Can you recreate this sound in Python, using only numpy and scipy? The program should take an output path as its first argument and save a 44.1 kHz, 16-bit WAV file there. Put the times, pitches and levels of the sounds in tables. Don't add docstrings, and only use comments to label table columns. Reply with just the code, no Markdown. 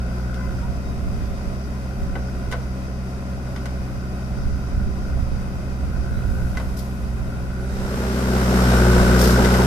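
import sys
import numpy as np
from scipy import signal
from scipy.fft import rfft, irfft, next_fast_len
from scipy.io import wavfile

SR = 44100
rng = np.random.default_rng(int(sys.argv[2]) if len(sys.argv) > 2 else 0)


def store_pcm(level_fs):
    pcm = np.round(np.clip(level_fs, -1, 1) * 32767).astype(np.int16)
    wavfile.write(sys.argv[1], SR, np.atleast_2d(pcm).T)


N = 426006
T = np.arange(N) / SR
PORT_LAG_S = (.00025, -.00023)


def exhaust(firings, shares, sag_hz, boom_db_per_hz=1.1, usual_sag_hz=1.26, flutter_per_order=.055):
    # firing_order, far_db, near_db
    tones = [(0.751, -43, -61), (1, -26.5, -18.5), (2, -31.5, -22.5), (2.75, -42, -56), (3, -34.5, -21),
             (3.25, -50, -30), (3.5, -39.5, -26), (3.75, -47.5, -34.5), (4, -52, -27), (4.251, -49, -59),
             (4.501, -58, -43), (6, -49, -26.5), (8.25, -56, -61), (8.501, -58, -58), (9.5, -76, -41.5)]
    out = np.zeros((2, N))
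    firings = firings + .006 * drift(20)
    for order, far_db, near_db in tones:
        level = blend(shares, far_db, near_db)
        boom = amp(boom_db_per_hz * (sag_hz - usual_sag_hz) / order)
        waver = 1 + flutter_per_order * order * drift(4.6)
        out += np.sqrt(2) * level * boom * waver * np.cos(2 * np.pi * (order * firings + rng.random()))
    return out


def roar(firings, shares, body_db=(-34, -19), hiss_db=(-51.5, -29)):
    # freq_hz, far_density_db, near_density_db
    body_spectrum = [(30, -37, -12), (91, -3, -10.5), (224, -2, -4), (296, -5, -5.5), (419, -4, 1.5),
                     (440, -10.5, -0.5), (620, -6.5, -3.5), (750, -6.5, -7.5), (807, -13, -6.5),
                     (1420, -13.5, -7.5), (1665, -23, -14), (2320, -42, -23.5), (3250, -30.5, -25.5)]
    # freq_hz, far_density_db, near_density_db
    hiss_spectrum = [(1800, -14, 2.5), (2670, 2.5, -0.5), (3420, -3, -4.5), (4630, 0, -2),
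                     (6030, -1.5, -3.5), (7200, -1, -6), (8500, -1, -7.5), (11100, -3, -6.5),
                     (14000, -5, -6)]
    # freq_hz, width_hz, far_db, near_db
    panels = [(1023, 37, -51, -67), (1983, 270, -51, -37), (2506, 150, -58, -56), (3740, 43, -69.5, -53),
              (5260, 430, -84, -43), (7870, 1300, -66.5, -41)]
    body_throb, hiss_throb = (.15, .3), (.03, .19)
    out, beat = np.zeros((2, N)), np.cos(2 * np.pi * firings)
    body_noise, hiss_noise, panel_noise = air(N), rng.standard_normal((2, N)), air(N)
    for k, share in enumerate(shares):
        body = shaped(body_noise, lambda f: amp(colour(body_spectrum, f, k + 1)) / (1 + (f / 3400) ** 8))
        body = amp(body_db[k]) * unit(body) * (1 + body_throb[k] * beat)
        hiss = shaped(hiss_noise, lambda f: amp(colour(hiss_spectrum, f, k + 1)))
        hiss = amp(hiss_db[k]) * unit(hiss) * (1 + hiss_throb[k] * beat)
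        rings = shaped(panel_noise, lambda f: sum(
            amp(db[k]) * np.sqrt(SR / 2 / width_hz) * peak(f, hz, width_hz)
            for hz, width_hz, *db in panels))
        left, right = body + hiss + rings
        out += share * np.array([np.roll(left, round(PORT_LAG_S[k] * SR)), right])
    return out * amp(.43 * drift(7))


def clatter(firings, shares, idle_db=-54.5, fuel_rise_db=14, full_fuel_hz=2.83, near_gain_db=11.5):
    # freq_hz, width_hz, gain_db, extra_db_per_knock_db
    block_modes = [(1400, 105, 0, 0), (1510, 100, -1, .5)]
    cylinder_db, spread_db, cluster_db = (1, -1, .5, -.5), 1.7, 1.7
    jitter_s, port_jitter_s, rattle_cycles = .0016, .00011, .35
    onsets = np.flatnonzero(np.diff(firings.astype(int)))
    chance = rng.standard_normal((len(onsets), 4))
    force = amp(spread_db * chance[:, 0] + np.resize(cylinder_db, len(onsets)))
    raps = np.zeros((2, N))
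    for port in range(2):
        late_s = jitter_s * chance[:, 1] + port_jitter_s * chance[:, port + 2]
        raps[port, np.clip(onsets + (late_s * SR).astype(int), 0, N - 1)] = force
    rattle = unit(air(N) * np.exp(-(firings % 1) / rattle_cycles))
    drive = (unit(raps) + .98 * rattle) * amp(cluster_db * drift(9.7))
    fuel = np.tanh(load_sag_hz(ramp_s=.19, lead_s=.059) / full_fuel_hz)
    nearness_db = 20 * np.log10(shares[0] + amp(near_gain_db) * shares[1])
    knock_db = idle_db + fuel_rise_db * fuel + nearness_db
    ring, power = 0, 0
    for k, (hz, width_hz, db, brighten) in enumerate(block_modes):
        gain = amp(db + brighten * (knock_db - knock_db.mean()))
        mode = unit(shaped(drive, lambda f: 1 / (1 + 1j * (f - hz) / width_hz) ** 2))
        ring += (-1) ** k * gain * mode
        power += gain ** 2
    return ring / np.sqrt(power) * amp(knock_db)


def load_sag_hz(ramp_s, lead_s=0):
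    # start_s, end_s, sag_hz
    pulls = [(-.22, .59, 3.94), (1.96, 2.78, 1.55), (3.4, 5.8, 1.11), (4.61, 4.94, .83), (6.03, 6.67, 4.04),
             (7.19, 7.68, 3.42), (8.1, 10.45, 1.46), (8.61, 9.52, 2.43)]
    t = T + lead_s
    return sum(sag_hz * (np.tanh((t - start_s) / ramp_s) - np.tanh((t - end_s) / ramp_s)) / 2
               for start_s, end_s, sag_hz in pulls)


def fan(firings, shares, waver_db=2):
    # firing_order, far_db, near_db
    blade_tones = [(4.35, -46.5, -50), (8.7, -47.5, -38)]
    out = np.zeros((2, N))
    for order, far_db, near_db in blade_tones:
        level = blend(shares, far_db, near_db) * amp(waver_db * drift(2))
        out += np.sqrt(2) * level * np.sin(2 * np.pi * order * firings)
    return out


def bucket_knocks(ring_t60_s=.11, clang_t60_s=.06, tail_t60_s=.61, tail_db=-19, attack_s=.00063):
    # start_s, level_db, tilt_db_per_octave, clang_ratio
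    knocks = [(.342, -41, 1.5, 0.64), (2.154, -28.5, -6.5, 0.56), (2.514, -33, 3, 0.98),
              (2.524, -25.5, -1.5, 0.56), (2.534, -29, -15, 0.32), (3.465, -47, -2, 0.45),
              (3.561, -33.5, -0.5, 0.49), (3.656, -32.5, 1, 0.43), (6.551, -38, -5, .1),
              (6.571, -25.5, 0, 1.5), (6.598, -31, -5, 0.33), (8.363, -26, -15, .2), (9.447, -21, 1, 0.3),
              (9.54, -22, -0.5, 0.28)]
    # freq_hz, width_hz, gain_db
    steel_modes = [(500, 84, -2), (716, 170, -0.5), (1060, 210, 4.5), (1506, 71, 5), (2026, 240, 6),
                   (3000, 350, -9), (3730, 320, -13), (5000, 1600, -10.5), (7200, 4100, -19),
                   (10800, 5100, -19)]
    out, t = np.zeros((2, N)), T[:SR // 2]
    tail = amp(tail_db - 60 * t / tail_t60_s)
    for start_s, db, tilt_db, clang_ratio in knocks:
        crunch, ring, clang = air(len(t)), 0, 0
        for hz, width_hz, mode_db in steel_modes:
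            gain = amp(mode_db + tilt_db * np.log2(hz / 2000))
            band = gain * shaped(crunch, lambda f: peak(f, hz, width_hz))
            mode_t60_s = ring_t60_s * np.sqrt(2000 / hz)
            ring += band * (amp(-60 * t / mode_t60_s) + tail)
            clang += amp(mode_db) ** 3 * np.sin(2 * np.pi * hz * t) * amp(-60 * t / clang_t60_s)
        blow = (unit(ring) + clang_ratio * unit(clang)) * np.minimum(t / attack_s, 1)
        add(out, start_s, amp(db) * blow / np.std(blow[:, :SR // 100]))
    return out


def soil(grains_per_s=3500, attack_s=.0014, thud_width_hz=170, thud_t60_s=.3):
    # start_s, level_db, t60_s
    spills = [(6.768, -38, 0.17), (6.788, -40, 0.17), (9.19, -25, 0.45), (9.213, -21, 0.064),
              (9.236, -26.5, 0.22), (9.273, -30, 0.2), (9.302, -31, 0.3)]
    # freq_hz, density_db
    crumb_spectrum = [(2000, -28), (3500, -6), (4400, -4), (5200, 1.5), (6200, -4.5), (7200, -5.5),
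                      (9000, -7.5), (13000, -3.5)]
    # start_s, level_db, pitch_hz
    clods = [(9.378, -19.5, 375), (9.385, -23, 844), (9.488, -42, 520), (9.52, -29, 856), (9.59, -23, 920)]
    spill_gain, t = np.zeros((2, N)), T[:SR]
    onset = np.minimum(t / attack_s, 1)
    for start_s, db, t60_s in spills:
        add(spill_gain, start_s, onset * amp(db - 60 * t / t60_s))
    grains = air(N) * (.34 + (rng.random(N) < grains_per_s / SR))
    crumbs = unit(shaped(grains, lambda f: amp(colour(crumb_spectrum, f))))
    dust = unit(shaped(grains, lambda f: f / np.hypot(f, 6000)))
    out = crumbs * spill_gain + dust * swell(peak_s=6.58, length_s=.76, level_db=-50)
    for start_s, db, hz in clods:
        thud = shaped(air(SR), lambda f: peak(f, hz, thud_width_hz))
        thud *= onset * amp(-60 * t / thud_t60_s)
        add(out, start_s, amp(db) * thud / np.std(thud[:, :SR // 40]))
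    return out


def pivot_squeaks(pitch_wobble=.0064):
    # start_s, length_s, start_hz, end_hz, level_db, octave_relative_db
    squeaks = [(0.356, 0.17, 995, 1037, -43, -5), (0.614, 0.074, 930, 986, -39.5, -15),
               (.83, 0.12, 3750, 3800, -61, -30), (1.198, 0.23, 3540, 3620, -66, -30),
               (6.102, .14, 3860, 3980, -62, -30), (7.58, .11, 11020, 10920, -57, -30)]
    out = np.zeros((2, N))
    for start_s, length_s, start_hz, end_hz, db, octave_db in squeaks:
        size = round(length_s * SR)
        pitch_hz = np.linspace(start_hz, end_hz, size) * (1 + pitch_wobble * drift(90)[:size])
        phase = 2 * np.pi * np.cumsum(pitch_hz) / SR
        tone = np.sin(phase) + amp(octave_db) * np.sin(2 * phase)
        add(out, start_s, amp(db) * np.sqrt(2 * np.hanning(size)) * tone)
    return out


def hydraulics(sag_hz, idle_db=-55, load_db_per_hz=.2, hidden_from_s=5.1, fade_db_per_s=1.5, surge_db=1):
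    # freq_hz, width_hz, gain_db
    valves = [(4900, 350, 4), (5810, 780, 1)]
    noise = rng.standard_normal((2, N))
    flow = shaped(noise, lambda f: sum(amp(db) * peak(f, hz, width_hz) for hz, width_hz, db in valves))
    hidden_db = fade_db_per_s * np.maximum(T - hidden_from_s, 0)
    return unit(flow) * amp(idle_db + load_db_per_hz * sag_hz - hidden_db + surge_db * drift(11))


def whistle(shares, pitch_hz=12820, width_hz=120, flicker_db=7):
    band = shaped(rng.standard_normal((2, N)), lambda f: peak(f, pitch_hz, width_hz))
    flicker = amp(flicker_db * np.tanh(drift(10)))
    return unit(band * flicker) * blend(shares, far_db=-68, near_db=-51)


def wind(breeze_db=-33, low_hz=24, corner_hz=75, lump_db=2, flurry_db=1.1):
    # peak_s, length_s, level_db
    gusts = [(0.584, 0.24, -25.5), (1.09, 0.42, -22.5), (2.056, 0.14, -22.5), (2.496, 0.16, -28),
             (3.9, 0.37, -31.5), (4.444, 0.17, -20.5), (4.816, .14, -19), (5.24, 0.4, -21),
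             (5.967, 0.23, -22.5), (6.316, 0.43, -21), (7.15, 0.7, -28.5), (7.858, 0.23, -28.5),
             (9.04, 0.11, -25), (9.42, .3, -42)]
    eddies = rng.standard_normal((2, N)) + .64 * rng.standard_normal(N)
    rumble = shaped(eddies, lambda f:
                    f / np.hypot(f, low_hz) / (1 + (f / corner_hz) ** 2.28) / (1 + (f / 380) ** 4))
    lumps = amp(lump_db * drift(45) + flurry_db * drift(7.2))
    strength = np.sqrt(amp(breeze_db) ** 2 + sum(swell(*gust) ** 2 for gust in gusts))
    lean_db = 3.04 + .12 * T
    return unit(rumble * lumps) * strength * amp([-lean_db, lean_db])


def air(size):
    # freq_hz, left_right_correlation
    likeness = [(60, 1), (290, 1), (620, 1), (1360, 0.16), (2950, 0.062), (14000, 0.2)]
    mid, side = rng.standard_normal((2, size))
    mid = shaped(mid, lambda f: np.sqrt((1 + colour(likeness, f)) / 2))
    side = shaped(side, lambda f: np.sqrt((1 - colour(likeness, f)) / 2))
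    return np.array([mid + side, mid - side])


def drift(rate_hz, hop=100):
    noise = rng.standard_normal(N // hop + 2)
    coarse = shaped(noise, lambda f: 1 / (1 + (f / hop / rate_hz) ** 4))
    return unit(np.interp(np.arange(N) / hop, np.arange(len(coarse)), coarse))


def swell(peak_s, length_s, level_db, rise_share=.42):
    flank_s = length_s * np.where(T < peak_s, rise_share, 1 - rise_share)
    return amp(level_db) / np.sqrt(1 + ((T - peak_s) / flank_s) ** 4)


def blend(shares, far_db, near_db):
    return shares[0] * amp(far_db) + shares[1] * amp(near_db)


def shaped(x, gain):
    size = next_fast_len(x.shape[-1], True)
    return irfft(rfft(x, size) * gain(np.fft.rfftfreq(size, 1 / SR)), size)[..., :x.shape[-1]]


def colour(rows, hz, column=1):
    rows = np.array(rows)
    return np.interp(np.log(hz + 1), np.log(rows[:, 0]), rows[:, column])


def peak(f, hz, width_hz):
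    return 1 / (1 + ((f - hz) / width_hz * 1.3) ** 2)


def amp(db):
    return 10 ** (np.asarray(db) / 20)


def unit(x):
    return x / np.sqrt(np.mean(x ** 2) + 1e-20)


def add(mix, start_s, sound):
    part = mix[:, round(start_s * SR):][:, :sound.shape[-1]]
    part += sound[..., :part.shape[1]]


def scene(free_firing_hz=64.67, flywheel_s=.24):
    # time_s, far_share, near_share
    place = [(0, 0.98, 0.0005), (7.55, 0.94, 0.005), (7.9, 0.4, 0.28), (8.3, 0.36, 0.55),
             (8.75, 0.74, 0.99), (9.25, 0.82, 0.97), (9.66, 0.3, 0.99)]
    time_s, far, near = np.transpose(place)
    shares = np.interp(T, time_s, far), np.interp(T, time_s, near)
    sag_hz = load_sag_hz(ramp_s=flywheel_s)
    firings = np.cumsum(free_firing_hz - sag_hz) / SR
    lag_s = np.interp(shares[1], (0, .5), PORT_LAG_S)
    port_firings = np.array([firings - free_firing_hz * lag_s, firings])
    engine = exhaust(port_firings, shares, sag_hz) + fan(port_firings, shares)
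    engine += roar(firings, shares) + clatter(firings, shares) + whistle(shares)
    return engine + hydraulics(sag_hz) + bucket_knocks() + soil() + pivot_squeaks() + wind()


def record(dry, cutoff_hz=14300):
    # freq_hz, left_db, right_db
    ports = [(680, -2.5, -3), (1090, -3, -4.5), (1470, 1.5, -2), (2030, -2.5, -6), (3100, 2.5, 1.5),
             (6530, -0.5, .5), (8000, -0.5, -4), (9800, 2, -9), (14000, 0, -19)]
    heard = shaped(dry, lambda f: amp([colour(ports, f, 1), colour(ports, f, 2)]))
    lowpass = signal.firwin(801, cutoff_hz, window=("kaiser", 9), fs=SR)
    return signal.oaconvolve(heard, lowpass[None], "same")


dry = scene()
out = record(dry)
store_pcm(out)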